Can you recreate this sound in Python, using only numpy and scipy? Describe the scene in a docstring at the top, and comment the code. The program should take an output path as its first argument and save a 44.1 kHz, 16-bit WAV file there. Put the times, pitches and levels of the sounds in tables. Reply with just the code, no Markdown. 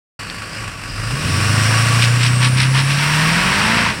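"""On a country road, close to one fixed microphone, a V8 diesel pickup is revved against its brakes.
It idles first: exhaust pulses drone in the pipe, the cylinders clatter as they fire, the turbo
whistles faintly, and there is one sharp tick. From about one second the revs climb and the charge air
hisses. From two seconds the intake surges in quickening chuffs that merge into a roar, while the turbo
whines up out of hearing. Just before four seconds the throttle is lifted."""
import sys
import numpy as np
from scipy import signal
from scipy.fft import rfft, irfft
from scipy.io import wavfile

SR = 44100
rng = np.random.default_rng(int(sys.argv[2]) if len(sys.argv) > 2 else 0)


def generate_wav(signal):
    """Clip the signal to [-1, 1] and save it as 16-bit WAV at the path in sys.argv[1]."""
    frames = np.transpose(np.atleast_2d(signal))
    scaled = np.clip(frames, -1, 1) * 32767
    pcm = np.round(scaled).astype(np.int16)
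    wavfile.write(sys.argv[1], SR, pcm)


N = 176400
T = np.arange(N) / SR

# Engine speed. Each row: time in seconds, firings per second.
FIRING_RATE = [(.2, 52), (.62, 55), (.8, 49), (.92, 48), (1.1, 58), (1.2, 75), (1.35, 93), (1.5, 103.7),
               (1.75, 112), (2.0, 117.5), (2.4, 123.5), (2.75, 133), (3.0, 143), (3.25, 157.6), (3.5, 186),
               (3.75, 230), (3.85, 228), (4.0, 198)]
# Strength of the pulses at the tailpipe. Each row: time in seconds, level in dB.
EXHAUST_LEVEL = [(.2, -45), (.55, -47), (.64, -30.5), (.76, -47.5), (.9, -34.5), (1.08, -26.5),
                 (1.2, -19.5), (1.32, -20), (1.5, -15.5), (2.1, -14), (2.7, -14), (3.05, -18), (3.3, -11),
                 (3.55, -15), (3.75, -12.5), (3.86, -20), (3.95, -24)]
# Exhaust tones. Each row: order in the eight-cylinder cycle, then relative level in dB at each stage.
EXHAUST_PARTIALS = [(2, -12, -29, -22, 3), (4, -22, -8, -24, -15), (6, 2.5, -15, -18, -4.5),
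                    (8, 5.5, 0, 2.5, 0), (10, -2, -7.5, -18.5, -14), (12, -24, -9.5, -20, -12.5),
                    (14, -35, -17.5, -18, -12), (16, 4, -10.5, -12, -4.5), (18, -15, -9.5, -21, -8),
                    (20, -11, -19, -26, -14), (24, -6, -25, -13.5, -4.5), (32, -13, -16.5, -11.5, -3.5)]
# The four stages, in firings per second: idle, pulling, high revs, top revs.
STAGE_FIRING_RATES = [65, 107, 161.6, 227]
# Resonance of the exhaust pipe. Each row: frequency in Hz, gain in dB.
PIPE_RESPONSE = [(28, 10), (45, -8.5), (60, -29), (80, -13), (100, -1.5), (118, -0.5), (140, -1.5),
                 (170, -9.5), (230, -10), (330, -15.5), (500, -17.5), (900, -15)]
# Rumble of the gas flow. Each row: time in seconds, level in dB.
GAS_RUMBLE_LEVEL = [(.2, -35.5), (.65, -33), (.8, -37.5), (1.3, -22.5), (2.0, -30), (2.6, -30.5),
                    (3.0, -30.5), (3.75, -28), (4.0, -28.5)]
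# Tone of that rumble. Each row: frequency in Hz, relative level in dB.
GAS_RUMBLE_SPECTRUM = [(20, -41), (40, -9), (65, -1), (115, 3.5), (170, 0), (260, -7), (380, -12.5),
                       (600, -12.5), (1000, -62)]
# Combustion clatter. Each row: time in seconds, level in dB.
ENGINE_CLATTER_LEVEL = [(.2, -30), (.5, -30), (.55, -27.5), (.63, -28), (.7, -31.5), (.88, -30.5),
                        (1.1, -26.5), (1.4, -21), (1.72, -18), (2.0, -18.5), (2.12, -21.5), (2.35, -22.5),
                        (2.52, -26.5), (2.72, -26.5), (3.2, -22), (3.8, -21), (4.0, -30)]
# Tone of that clatter. Each row: frequency in Hz, relative level in dB.
ENGINE_CLATTER_SPECTRUM = [(150, -13), (300, -1.5), (400, -14.5), (470, -6), (680, -3.5), (850, -8.5),
                           (1000, -1.5), (1500, 1.5), (2150, -1.5), (2800, 1.5), (3200, -8.5),
                           (3600, -12.5), (4500, -8.5), (5700, -7.5), (6100, -18), (6900, -16), (8200, -9),
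                           (11000, -23.5), (16000, -34)]
# Narrow fixed peaks that colour the clatter. Each row: centre in Hz, width in Hz, lift in dB.
CLATTER_PEAKS = [(457, 27, 2.5), (730, 22, -0.5), (940, 20, 5), (1135.6, 16.8, 10.5), (1580, 11, 5.5),
                 (1920, 39, 3), (3020, 38, 0)]
# The turbo. Each row: time in seconds, blade tone in Hz, pure whine in dB, breathy whistle in dB.
TURBO_SPOOL = [(.2, 4540, -60, -44), (.45, 4610, -58, -41), (.56, 4980, -54, -37), (.72, 4890, -65, -62),
               (.88, 4940, -60, -39), (1.06, 4970, -40, -39), (1.4, 5250, -54, -35), (1.65, 5510, -54, -30),
               (1.86, 5650, -49, -37), (2.0, 6680, -41, -53), (2.246, 7740, -42, -44),
               (2.38, 8400, -30, -38), (2.5, 9100, -47, -33), (2.746, 10110, -38, -40),
               (3.0, 11500, -51, -54), (3.12, 12400, -49, -52), (3.3, 13750, -52, -57),
               (3.48, 15750, -48, -58), (3.6, 17000, -51, -65)]
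# Hiss of the charge air. Each row: time in seconds, level in dB.
AIR_HISS_LEVEL = [(.2, -60), (.8, -46), (1.08, -35.5), (1.3, -27.5), (1.75, -26), (2.0, -26), (2.15, -30),
                  (2.7, -31), (3.15, -25.5), (3.7, -28), (4.0, -36)]
# Tone of that hiss. Each row: frequency in Hz, relative level in dB.
AIR_HISS_SPECTRUM = [(2500, 1), (4000, 2), (5000, 1.5), (5650, 7.5), (6100, -5.5), (6900, -8), (7600, -3.5),
                     (8500, 0.5), (9700, -2), (11500, -20), (15800, -15.5)]
# Intake surges. Each row: peak time in seconds, half-width in seconds, bright rush in dB, roar in dB.
INTAKE_SURGES = [(2.036, 0.019, -14.5, -37), (2.245, 0.035, -16.5, -31), (2.447, 0.028, -17, -20),
                 (2.618, 0.037, -19, -22.5), (2.783, 0.033, -19, -22), (2.909, .03, -21.5, -41),
                 (3.02, 0.044, -26, -39)]
# Bright tone of the tick and the surges' rush. Each row: frequency in Hz, relative level in dB.
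BRIGHT_SPECTRUM = [(300, -18), (540, -20), (780, -29), (930, -11), (1300, -3), (2500, 10), (3500, 4),
                   (5600, 2), (6200, -9), (7000, -13), (8400, -2), (11000, -20), (16000, -35)]
# Sustained roar at the intake. Each row: time in seconds, level in dB.
INTAKE_ROAR_LEVEL = [(1.9, -57), (2.7, -30.5), (2.9, -26), (3.1, -19), (3.3, -17), (3.5, -17.5),
                     (3.78, -15), (3.9, -17), (3.96, -32.5)]
# Tone of that roar. Each row: frequency in Hz, relative level in dB.
INTAKE_ROAR_SPECTRUM = [(200, 4), (400, -16), (600, -11), (830, -8), (920, 4), (1250, -1), (1600, 2.5),
                        (2700, -0.5), (3400, -7), (5600, -13.5), (6200, -19), (8500, -46), (11000, -43),
                        (16000, -50)]

KNOCK_DB = -1   # cylinder knocks against the turbulence, in clatter and roar alike


def from_db(db):
    """Decibels to gain."""
    return 10 ** (np.asarray(db) / 20)


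def rms_one(x):
    """Scale to rms 1."""
    return x / np.sqrt(np.mean(x ** 2) + 1e-20)


def in_time(rows):
    """Each column of a timed table, sample by sample."""
    seconds, *columns = np.transpose(rows)
    return [np.interp(T, seconds, column) for column in columns]


def gain_of(curve):
    """A dB curve as a running gain."""
    return from_db(in_time(curve)[0])


def db_at(spectrum, hz):
    """Read a spectrum on a log-frequency axis."""
    points_hz, db = np.transpose(spectrum)
    return np.interp(np.log(hz + 1e-9), np.log(points_hz), db)


def drift(rate_hz):
    """Smooth random wandering, mostly slower than rate_hz; rms 1."""
    hz = np.arange(N // 2 + 1) * SR / N
    return rms_one(irfft(rfft(rng.standard_normal(N)) / (1 + (hz / rate_hz) ** 2), N))


def colour(x, spectrum, peaks=()):
    """Pass a sound through a broad response with narrow peaks on top; rms 1."""
    hz = np.arange(N // 2 + 1) * SR / N
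    bass_rolloff = np.minimum(hz / spectrum[0][0], 1) ** 2
    response = from_db(db_at(spectrum, hz)) * bass_rolloff
    for centre, width, lift_db in peaks:
        response = response * (1 + (from_db(lift_db) - 1) / (1 + 2j * (hz - centre) / width))
    return rms_one(irfft(rfft(x) * response, N))


def exhaust(rate, firings):
    """The firing tone and the side tones of uneven cylinders sweep through the pipe's resonance."""
    drone = 0
    for order, *stage_db in EXHAUST_PARTIALS:
        multiple = order / 8
        waver_db = .5 if multiple == 1 else 1.1   # the firing tone is the steadiest
        db = np.interp(rate, STAGE_FIRING_RATES, stage_db) + db_at(PIPE_RESPONSE, multiple * rate)
        amplitude = np.sqrt(2) * from_db(db + waver_db * drift(4.1))
        phase = 2 * np.pi * multiple * firings + 0.067 * waver_db * drift(1.8)
        drone = drone + amplitude * np.cos(phase)
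    return gain_of(EXHAUST_LEVEL) * drone


def gas_rumble():
    """Gas flowing down the exhaust makes a low rumble."""
    return gain_of(GAS_RUMBLE_LEVEL) * colour(rng.standard_normal(N), GAS_RUMBLE_SPECTRUM)


def knocks(firings, decay_s=0.021, cylinder_spread_db=3.5, firing_spread_db=2.3):
    """Each of eight cylinders fires in turn with a short ring of its own; rms 1."""
    firing_samples = np.flatnonzero(np.diff(np.floor(firings)))
    age = T[:SR // 20]
    rings = rng.standard_normal(size=(8, len(age))) * np.exp(-age / decay_s)
    cylinder_db = cylinder_spread_db * rng.standard_normal(8)
    firing_db = firing_spread_db * rng.standard_normal(N)
    ringing = 0
    for cylinder, ring in enumerate(rings):
        own = firing_samples[cylinder::8]
        blows = np.zeros(N)
        blows[own] = from_db(cylinder_db[cylinder] + firing_db[own])
        ringing = ringing + signal.oaconvolve(blows, ring)[:N]
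    return rms_one(ringing / np.sqrt(np.gradient(firings)))   # no louder as the knocks crowd together


def turbulence(firings, depth=0.15):
    """Noise that swells with every firing; rms 1."""
    return rms_one(rng.standard_normal(N) * (1 + depth * np.cos(2 * np.pi * firings)))


def clatter(firings):
    """Combustion knocks and mechanical hash, coloured by a few narrow fixed peaks."""
    drive = from_db(KNOCK_DB) * knocks(firings) + turbulence(firings)
    return gain_of(ENGINE_CLATTER_LEVEL) * colour(drive, ENGINE_CLATTER_SPECTRUM, CLATTER_PEAKS)


def turbo(pitch_wobble=.003, whistle_width_hz=280, flicker_db=2.2):
    """The blade tone: a breathy, fluttering whistle at low boost, a thin whine as it spools up."""
    hz, whine_db, whistle_db = in_time(TURBO_SPOOL)
    phase = 2 * np.pi * np.cumsum(hz * (1 + pitch_wobble * drift(38))) / SR
    whine = np.sqrt(2) * np.sin(phase)
    whistle = drift(whistle_width_hz) * np.cos(phase) + drift(whistle_width_hz) * np.sin(phase)
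    flicker = rms_one(from_db(flicker_db * drift(25)))
    return flicker * (from_db(whine_db) * whine + from_db(whistle_db) * whistle)


def charge_air():
    """The charge air hisses, louder once the engine pulls."""
    return gain_of(AIR_HISS_LEVEL) * colour(rng.standard_normal(N), AIR_HISS_SPECTRUM)


def tick(start_s=.2995, level_db=-21.5, decay_s=.0028):
    """One short, bright tick over the idle."""
    fade = (T >= start_s) * np.exp(-np.abs(T - start_s) / decay_s)
    return from_db(level_db) * fade * colour(rng.standard_normal(N), BRIGHT_SPECTRUM)


def intake(firings, flank_steepness=3.1, roar_rough_db=0.7, rush_rough_db=3):
    """Air surges at the intake in ragged chuffs that merge into a pulsing roar."""
    rush_gain, roar_gain = 0, gain_of(INTAKE_ROAR_LEVEL)
    for peak_s, half_width_s, rush_db, roar_db in INTAKE_SURGES:
        swell = np.exp(-.5 * np.abs((T - peak_s) / half_width_s) ** flank_steepness)
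        rush_gain = rush_gain + from_db(rush_db) * swell
        roar_gain = roar_gain + from_db(roar_db) * swell
    flow = turbulence(firings) + from_db(KNOCK_DB) * knocks(firings)
    roar = colour(from_db(roar_rough_db * drift(120)) * flow, INTAKE_ROAR_SPECTRUM)
    rush = colour(from_db(rush_rough_db * drift(160)) * turbulence(firings), BRIGHT_SPECTRUM)
    return rush_gain * rush + roar_gain * roar


def scene():
    """The pickup from the roadside, in mono: engine speed drives exhaust, clatter and intake."""
    rate, = in_time(FIRING_RATE)
    firings = np.cumsum(rate) / SR   # running count
    engine = exhaust(rate, firings) + gas_rumble() + clatter(firings) + intake(firings)
    return (engine + charge_air() + turbo() + tick())[None]


def record(dry, open_s=.19, fade_in_s=0.006, low_cut_hz=34, high_cut_hz=15850):
    """At the microphone the sound cuts in, deep bass is thinned, peaks are rounded and the top is cut."""
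    low_cut = signal.butter(4, low_cut_hz, "high", fs=SR, output="sos")
    high_cut = signal.ellip(12, .1, 90, high_cut_hz, fs=SR, output="sos")
    opened = np.clip((T - open_s) / fade_in_s, 0, 1)
    thinned = signal.sosfilt(low_cut, dry)
    rounded = 1.09 * np.tanh(thinned * opened / 1.109)
    return signal.sosfilt(high_cut, rounded)


dry = scene()
out = record(dry)
generate_wav(out)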